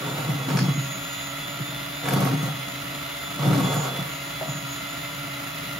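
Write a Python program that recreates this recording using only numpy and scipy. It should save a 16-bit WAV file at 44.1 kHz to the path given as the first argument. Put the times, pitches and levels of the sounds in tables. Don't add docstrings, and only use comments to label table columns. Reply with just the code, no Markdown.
import sys
import numpy as np
from scipy import signal
from scipy.fft import rfft, irfft
from scipy.io import wavfile

SR = 44100
rng = np.random.default_rng(int(sys.argv[2]) if len(sys.argv) > 2 else 0)


def to_wav(s):
    ch = np.atleast_2d(s).T
    pcm = np.round(np.clip(ch, -1, 1) * 32767)
    wavfile.write(sys.argv[1], SR, pcm.astype(np.int16))


N = 255383
T = np.arange(N) / SR
HZ = np.fft.rfftfreq(N, 1 / SR)
MAINS_HZ = 60
EDGE_HZ = 15800


def amp(db):
    return 10 ** (np.asarray(db) / 20)


def unit(x):
    return x / np.sqrt(np.mean(abs(x) ** 2) + 1e-20)


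def curve(rows, index=1):
    rows = np.asarray(rows)
    return np.interp(T, rows[:, 0], rows[:, index])


def spectrum(points, hz=HZ):
    f, value = np.transpose(points)
    return np.interp(np.log(hz + 1), np.log(f + 1), value)


def drift(rate):
    return unit(np.interp(T * rate, np.arange(2000), rng.standard_normal(2000)))


def clicks(times, sizes):
    samples = np.round(np.asarray(times) * SR).astype(int)
    return np.bincount(np.clip(samples, 0, N - 1), sizes, N)


def ring(modes, order=10):
    t = T[:SR // 3]
    wave = 0
    for hz, width, db in modes:
        wave = wave + amp(db) * np.exp(-np.pi * width * t) * np.cos(2 * np.pi * hz * t)
    low_cut = signal.butter(order, .9 * modes[0][0], "highpass", fs=SR, output="sos")
    high_cut = signal.butter(2, 1.5 * modes[-1][0], fs=SR, output="sos")
    wave = signal.sosfilt(high_cut, signal.sosfilt(low_cut, wave))
    return wave / abs(wave).max()


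def crack(points, size=2048):
    log_gain = np.log(amp(spectrum(points, abs(np.fft.fftfreq(size, 1 / SR)))))
    wave = np.fft.ifft(np.exp(np.conj(signal.hilbert(log_gain)))).real
    return wave / abs(wave).max()


def kitchen(x, response, wet_db, t60):
    t = T[:SR // 2]
    sparse = rng.random((2, len(t))) < 1 / 10
    taps = rng.standard_normal((2, len(t))) * sparse * (t > .001)
    taps = taps * np.exp(-np.log(1000) * t / t60)
    taps = amp(wet_db) * taps / np.linalg.norm(taps[0])
    taps[0, 0] = 1
    rung = signal.fftconvolve(x, response)[None, :N]
    return signal.fftconvolve(rung, taps, axes=1)[:, :N]


def steadied(x, seconds):
    window = np.hanning(round(seconds * SR))
    power = signal.fftconvolve((x ** 2).mean(0), window, "same") / (seconds * SR / 2)
    return x / np.sqrt(abs(power) + 1e-3 * power.mean())


# (time [s], speed [turns/s])
SHAFT_SPEED = [(0.0, 290.6), (0.14, 290.6), (0.28, 287.9), (0.34, 285.0), (0.5, 283.6), (0.6, 280.8),
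               (0.88, 280.6), (1.04, 284.2), (1.2, 284.5), (1.3, 280.8), (1.5, 286.5), (1.66, 287.5),
               (1.78, 286.6), (2.0, 287.9), (2.08, 287.1), (2.22, 278.1), (2.38, 275.2), (2.7, 283.9),
               (3.05, 288.8), (3.15, 287.1), (3.29, 288.6), (3.47, 289.1), (3.6, 285.6), (3.81, 283.8),
               (3.98, 287.0), (4.07, 285.6), (4.14, 281.4), (4.43, 286.0), (4.65, 279.6), (4.79, 284.9),
               (4.93, 287.6), (5.15, 287.7), (5.31, 285.2), (5.79, 285.2)]


def shaft():
    return np.cumsum(curve(SHAFT_SPEED)) / SR


# (time [s], level before its gain [dB])
SLOT_SWELL = [(0, -45), (.1, -35), (.2, -46), (.36, -41), (.6, -44), (.72, -41), (.78, -47), (.95, -42),
              (1.16, -43), (1.44, -41), (1.72, -47), (1.85, -42), (2.14, -40), (2.3, -48), (2.44, -47),
              (2.52, -38), (2.59, -47), (2.66, -37), (2.85, -49), (3.0, -42), (3.3, -37), (3.55, -40),
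              (3.65, -32), (3.8, -40), (4.0, -39), (4.25, -51), (4.39, -42), (4.55, -45), (4.75, -47),
              (4.85, -43), (5.05, -50), (5.4, -46), (5.79, -47)]
# (time [s], level before its gain [dB])
SIDEBAND_SWELL = [(0.0, -50), (0.1, -46), (0.26, -54), (0.72, -53), (0.84, -47), (1.18, -44), (1.32, -49),
                  (1.4, -43), (1.62, -45), (1.8, -42), (1.96, -41), (2.14, -43), (2.2, -53), (2.4, -40),
                  (2.5, -52), (2.66, -43), (2.74, -55), (3.2, -46), (3.4, -53), (4.4, -54), (4.95, -47),
                  (5.3, -53), (5.79, -52)]
# (time [s], level before its gain [dB])
COMMUTATOR_SWELL = [(0.0, -46), (0.56, -42), (0.66, -47), (0.76, -36), (0.86, -45), (0.92, -37),
                    (0.98, -42), (1.3, -40), (1.42, -47), (1.68, -44), (1.87, -51), (1.96, -41),
                    (2.28, -52), (2.44, -43), (2.6, -47), (2.76, -42), (2.86, -53), (3.0, -43), (3.13, -52),
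                    (3.25, -41), (3.55, -49), (3.82, -35), (4.02, -52), (4.16, -42), (4.4, -46),
                    (4.57, -38), (4.65, -48), (4.71, -39), (4.79, -47), (5.09, -42), (5.22, -51),
                    (5.79, -50)]
WHINE_ORDERS = [12, 12.42, 24]
WHINE_GAINS = [-4, -2.5, -3.5]


def whines(fade_db=1.85, fades_per_s=22):
    swells = (SLOT_SWELL, SIDEBAND_SWELL, COMMUTATOR_SWELL)
    tones = []
    for multiple, gain_db, swell in zip(WHINE_ORDERS, WHINE_GAINS, swells):
        level_db = gain_db + curve(swell) + fade_db * drift(fades_per_s)
        tones.append((multiple, level_db))
    return tones


# (multiple of the shaft rate [ratio], level [dB])
MOTOR_TONES = [(1, -44.5), (2, -47.5), (2.42, -57), (3, -58), (3.42, -53), (3.58, -60), (4, -54.5),
               (4.42, -51.5), (4.58, -55), (4.84, -53), (5, -52), (7, -51.5), (8, -54), (9, -51.5),
               (9.42, -58), (10, -52.5), (11, -54.5), (11.58, -55), (13, -58), (14, -57.5), (23.58, -57.5),
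               (25, -61), (30, -59), (32, -54), (33, -59), (35, -51), (36, -55), (37, -58), (44, -61)]
FLUTTER, FLUTTERS_PER_S = .45, 20


def motor(turns, jitter_turns=0.0037):
    angle = 2 * np.pi * (turns + jitter_turns * drift(76))
    out = np.zeros((2, N))
    for multiple, db in list(MOTOR_TONES) + whines():
        phase = multiple * angle + 2 * np.pi * rng.random()
        cos, sin = amp(db) * np.cos(phase), amp(db) * np.sin(phase)
        depth = FLUTTER * min(1, np.sqrt(multiple / 6))
        a, b, c, d = (depth * drift(FLUTTERS_PER_S) for _ in range(4))
        front = (1 + a) * cos + b * sin
        side = (1 + c) * sin + d * cos
        out += np.array([front, side]) / np.sqrt(.5 + depth ** 2)
    return out


# (frequency [Hz], relative level [dB])
BUZZ_COLOUR = [(250, 22), (1500, 10), (4000, 2), (6000, 10), (9000, -30), (11000, -26), (15000, -34)]


def brushes(turns, brush_db=-51.0, jitter_turns=0.0012, overtones=54):
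    half_angle = np.pi * ((turns + jitter_turns * drift(70)) % 1) + 1e-9
    pulses = np.sin((2 * overtones + 1) * half_angle) / np.sin(half_angle) - 1
    return amp(brush_db) * unit(kitchen(pulses, crack(BUZZ_COLOUR), wet_db=-13, t60=0.12))


# (frequency [Hz], density [dB per Hz])
AIR_RUSH = [(25, -86), (40, -90), (62, -69), (105, -78), (250, -79), (400, -77.5), (900, -76), (1800, -75),
            (2900, -75), (4000, -78), (5900, -85), (7500, -90.5), (9900, -77), (11500, -82.5),
            (15500, -87.5)]
# (frequency [Hz], width [Hz], boost [dB])
HOUSING_MODES = [(664, 103, 10.7), (1320, 236, 7.3), (1950, 306, 6.4), (2270, 180, 3.1), (2820, 240, 3.5),
                 (3380, 120, 2.7), (3950, 164, 6.9), (5030, 400, 3.3), (6950, 1040, 9.5), (13300, 440, 3.5)]


def air(turns, air_db=0, mains_depth=0.02, shaft_depth=0.036, beater_depth=0.015, grit_db=1.32):
    pulsing = 1 + mains_depth * np.cos(2 * np.pi * 2 * MAINS_HZ * T)
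    pulsing = pulsing + shaft_depth * np.cos(2 * np.pi * turns)
    pulsing = pulsing + beater_depth * np.cos(2 * np.pi * turns / 10)
    swell_db = .35 * drift(10)
    noise = unit(rng.standard_normal((2, N)) * pulsing * amp(swell_db + grit_db * drift(300)))
    colour_db = spectrum(AIR_RUSH)
    for hz, width, db in HOUSING_MODES:
        colour_db = colour_db + db * .5 ** ((2 * (HZ - hz) / width) ** 2)
    return irfft(rfft(noise) * amp(colour_db + air_db) * np.sqrt(SR / 2), N)


# (frequency [Hz], width [Hz], relative level [dB])
GEARBOX_MODES = [(1380, 50, 3.5), (2065.5, 16.7, -1), (2497, 67, -2), (2900, 64, -2.5), (3430, 41, -3),
                 (4030, 58, -6)]
TURNS_PER_TAP, TAP_SCATTER_S, TAP_UNEVEN_DB = 2.5, .0012, 3.5


def gears(turns, gear_db=-43):
    taps = T[1:][np.diff(np.floor(turns / TURNS_PER_TAP)) > 0]
    late, force = rng.standard_normal((2000, 2))[:len(taps)].T
    blows = clicks(taps + TAP_SCATTER_S * late, amp(TAP_UNEVEN_DB * force))
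    return amp(gear_db) * unit(kitchen(blows, ring(GEARBOX_MODES, order=4), wet_db=3.5, t60=0.42))


# (start [s], length [s], push on the bowl [dB], rattle on the glass [dB])
LEANS = [(0.0, 0.23, -33.5, -35), (0.207, 0.35, -32, -38.5), (0.457, 0.2, -24.5, -34.5),
         (2.025, 0.1, -28.5, -30), (2.112, 0.18, -24, -28.5), (2.39, 0.059, -34, -34.5),
         (3.398, 0.2, -23, -29), (3.592, 0.29, -33.5, -31), (3.932, .08, -36.5, -39.5)]


def contact(levels_db, attack_s, release_s):
    power = np.zeros(N)
    for (start, length, _, _), db in zip(LEANS, levels_db):
        rise = np.clip((T - start) / attack_s, 0, 1)
        fall = np.exp(-np.maximum(T - start - length, 0) / release_s)
        power += (amp(db) * rise * fall) ** 2
    return np.sqrt(power)


# (frequency [Hz], width [Hz], relative level [dB])
BOWL_MODES = [(134, 8.9, 1), (147.2, 9.3, -2), (178.4, 13.6, -9), (232, 15, -18), (258.5, 6, -11.5)]
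# (frequency [Hz], relative level [dB])
CLATTER_COLOUR = [(30, -26), (70, -9), (110, -17), (340, -8.5), (440, 7), (570, -1), (720, 4.5),
                  (930, -1.2), (1380, -2.8), (1900, -13), (3500, -14), (6000, -19.5), (9000, -16.5),
                  (12000, -20.5), (16000, -35)]
PUSH_ATTACK_S, PUSH_RELEASE_S = 0.063, 0.13
RATTLE_ATTACK_S, RATTLE_RELEASE_S = 0.04, 0.061


def beaters(turns, drum_db=-2, churn_db=-42.5, churn_swing_db=1.8, clatter_db=0.5, scatter_s=.0028,
            uneven_db=3.5, scrape=0.082, throb_db=1.4, hum_db=-11):
    beater_turns = turns / 20
    passes = T[1:][np.diff(np.floor(beater_turns * 8)) > 0]
    late, force = rng.standard_normal((800, 2))[:len(passes)].T
    blows = clicks(passes + scatter_s * late, amp(uneven_db * force))
    scrape_decay = np.exp(-1 / (0.0057 * SR))
    sliding = signal.lfilter([1], [1, -scrape_decay], blows) * rng.standard_normal(N)
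    drum = steadied(kitchen(blows, ring(BOWL_MODES), wet_db=-11, t60=.2), seconds=.05)
    clatter = kitchen(blows + scrape * sliding, crack(CLATTER_COLOUR), wet_db=6.0, t60=0.19)
    clatter = steadied(clatter, seconds=0.19)
    _, _, push_levels, rattle_levels = np.transpose(LEANS)
    push = contact(push_levels + drum_db, PUSH_ATTACK_S, PUSH_RELEASE_S)
    touch = contact(rattle_levels + clatter_db, RATTLE_ATTACK_S, RATTLE_RELEASE_S)
    churn = amp(churn_db + churn_swing_db * drift(9.8))
    throb = unit(amp(throb_db * np.cos(2 * np.pi * beater_turns)))
    hum = amp(hum_db) * unit(drift(25) * np.cos(2 * np.pi * turns))
    return (drum * np.hypot(push, churn) + hum * push) * throb + clatter * touch


# (time [s], thud of the bowl [dB], clack on the glass [dB])
HEAVY_BLOWS = [(0.286, -18, -40), (0.487, -19, -34), (0.549, -17, -24), (0.612, -12, -32),
               (0.655, -21, -25), (0.684, -15.5, -23), (0.773, -18.5, -40), (0.842, -37, -43),
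               (1.599, -21.5, -48), (2.13, -14, -14), (2.16, -19, -23), (2.205, -21, -17),
               (2.231, -17, -23), (2.264, -31, -20), (2.28, -35, -29), (2.334, -17, -20.5),
               (2.428, -18, -33), (2.451, -31, -28), (2.481, -29, -22.5), (3.391, -20.5, -18.5),
               (3.424, -24, -36), (3.445, -17, -34), (3.468, -14, -23), (3.507, -15, -21),
               (3.559, -32, -23), (3.579, -23, -25), (3.603, -19, -16), (3.635, -24, -20),
               (3.672, -26, -17), (3.724, -26, -14.5), (3.765, -15.5, -17.5), (3.834, -26, -17.5),
               (3.93, -43, -25), (3.989, -20, -25), (4.483, -24, -24), (4.549, -31, -44), (4.623, -29, -44),
               (4.825, -29, -46)]


def knocks(knock_db=-4.5, clack_db=-2):
    times, thud_levels, clack_levels = np.transpose(HEAVY_BLOWS)
    thuds = kitchen(clicks(times, amp(thud_levels + knock_db)), ring(BOWL_MODES), wet_db=-7, t60=0.12)
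    clack_blows = clicks(times, amp(clack_levels + clack_db))
    return thuds + kitchen(clack_blows, crack(CLATTER_COLOUR), wet_db=9.5, t60=0.096)


# (time [s], peak [dB], ring of the glass [dB])
GLASS_TICKS = [(0.489, -25, -32), (0.5024, -20.5, -35), (0.5714, -17, -19.5), (0.5895, -16, -20),
               (0.6125, -27, -32), (2.0558, -19.5, -40), (2.086, -15, -29), (2.108, -19, -35),
               (2.1365, -21, -40), (3.5305, -20.5, -36), (3.738, -20.5, -43), (3.804, -24, -38)]
# (frequency [Hz], relative level [dB])
TICK_SPECTRUM = [(40, -20), (150, 24.5), (500, 9.5), (950, 11.5), (1800, 13.5), (3000, 4.5), (5200, -16),
                 (7000, 2), (9000, 6), (16000, -64)]
# (frequency [Hz], width [Hz], relative level [dB])
GLASS_MODES = [(1040, 80, -10), (1460, 80, -12), (2900, 200, -6), (4560, 130, 4.5), (4900, 220, -4),
               (5280, 130, 4.5)]


def ticks(tick_db=2, glass_db=2):
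    times, tick_levels, glass_levels = np.transpose(GLASS_TICKS)
    touches = kitchen(clicks(times, amp(tick_levels + tick_db)), crack(TICK_SPECTRUM), wet_db=7, t60=0.045)
    glass_blows = clicks(times, amp(glass_levels + glass_db))
    return touches + kitchen(glass_blows, ring(GLASS_MODES), wet_db=2.5, t60=0.3)


# (time [s], peak [dB])
WIRE_SNAPS = [(2.088, -20), (2.134, -19.5), (2.204, -23), (2.246, -26), (2.428, -28), (3.598, -26),
              (3.742, -21)]
# (frequency [Hz], relative level [dB])
SNAP_SPECTRUM = [(1000, -30), (6000, -8.5), (10500, 7), (13000, 1), (16000, -7)]


def snaps(snap_db=0):
    times, levels = np.transpose(WIRE_SNAPS)
    return kitchen(clicks(times, amp(levels + snap_db)), crack(SNAP_SPECTRUM), wet_db=9.5, t60=0.079)


# (time [s], peak [dB])
JUG_BUMPS = [(4.411, -20.5), (4.441, -32)]
# (frequency [Hz], width [Hz], relative level [dB])
JUG_MODES = [(375, 16, -6), (590, 36, 1), (645, 17, 3), (720, 9, -8), (780, 16, -4), (1310, 45, -8)]


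def jug():
    times, levels = np.transpose(JUG_BUMPS)
    return kitchen(clicks(times, amp(levels)), ring(JUG_MODES), wet_db=-1, t60=0.5)


# (frequency [Hz], likeness [0-1])
PORT_LIKENESS = [(60, .97), (150, .97), (280, .8), (550, .35), (1400, .4), (2200, .15), (3900, .55),
                 (5500, .2), (6600, .3), (7600, .95), (8600, .995), (9700, .93), (11500, .45), (13000, .99)]
# (frequency [Hz], lead [radians])
LEFT_LEAD = [(50, 0), (450, -.3), (700, .6), (1500, -.8), (3300, .2), (5200, -.5), (6500, .7), (7300, 2.9),
             (9400, 3.2), (10900, 4.1), (11900, 5.5), (13000, 6.28)]
# (frequency [Hz], difference [dB])
LEFT_OVER_RIGHT = [(60, -0.5), (125, -1.8), (200, 4), (380, -2.3), (700, -1.5), (1290, -0.9), (2380, -2),
                   (4400, -1.2), (8120, 0), (15000, 0)]


def microphone_ports(sound):
    front, side = rfft(sound)
    same = np.clip(spectrum(PORT_LIKENESS), -1, 1)
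    front = front * np.sqrt((1 + same) / 2)
    side = side * np.sqrt((1 - same) / 2)
    tilt = amp(spectrum(LEFT_OVER_RIGHT) / 2)
    left = (front + side) * tilt
    right = (front - side) / tilt * np.exp(-1j * spectrum(LEFT_LEAD))
    return irfft(np.array([left, right]), N)


def scene():
    turns = shaft()
    mixer = motor(turns) + brushes(turns) + air(turns) + gears(turns)
    hits = knocks() + ticks() + snaps() + jug()
    return microphone_ports(mixer + beaters(turns) + hits)


def record(dry):
    low_pass = signal.firwin(511, EDGE_HZ, window=("kaiser", 9), fs=SR)
    return signal.oaconvolve(dry, low_pass[None], "same")


dry = scene()
out = record(dry)
to_wav(out)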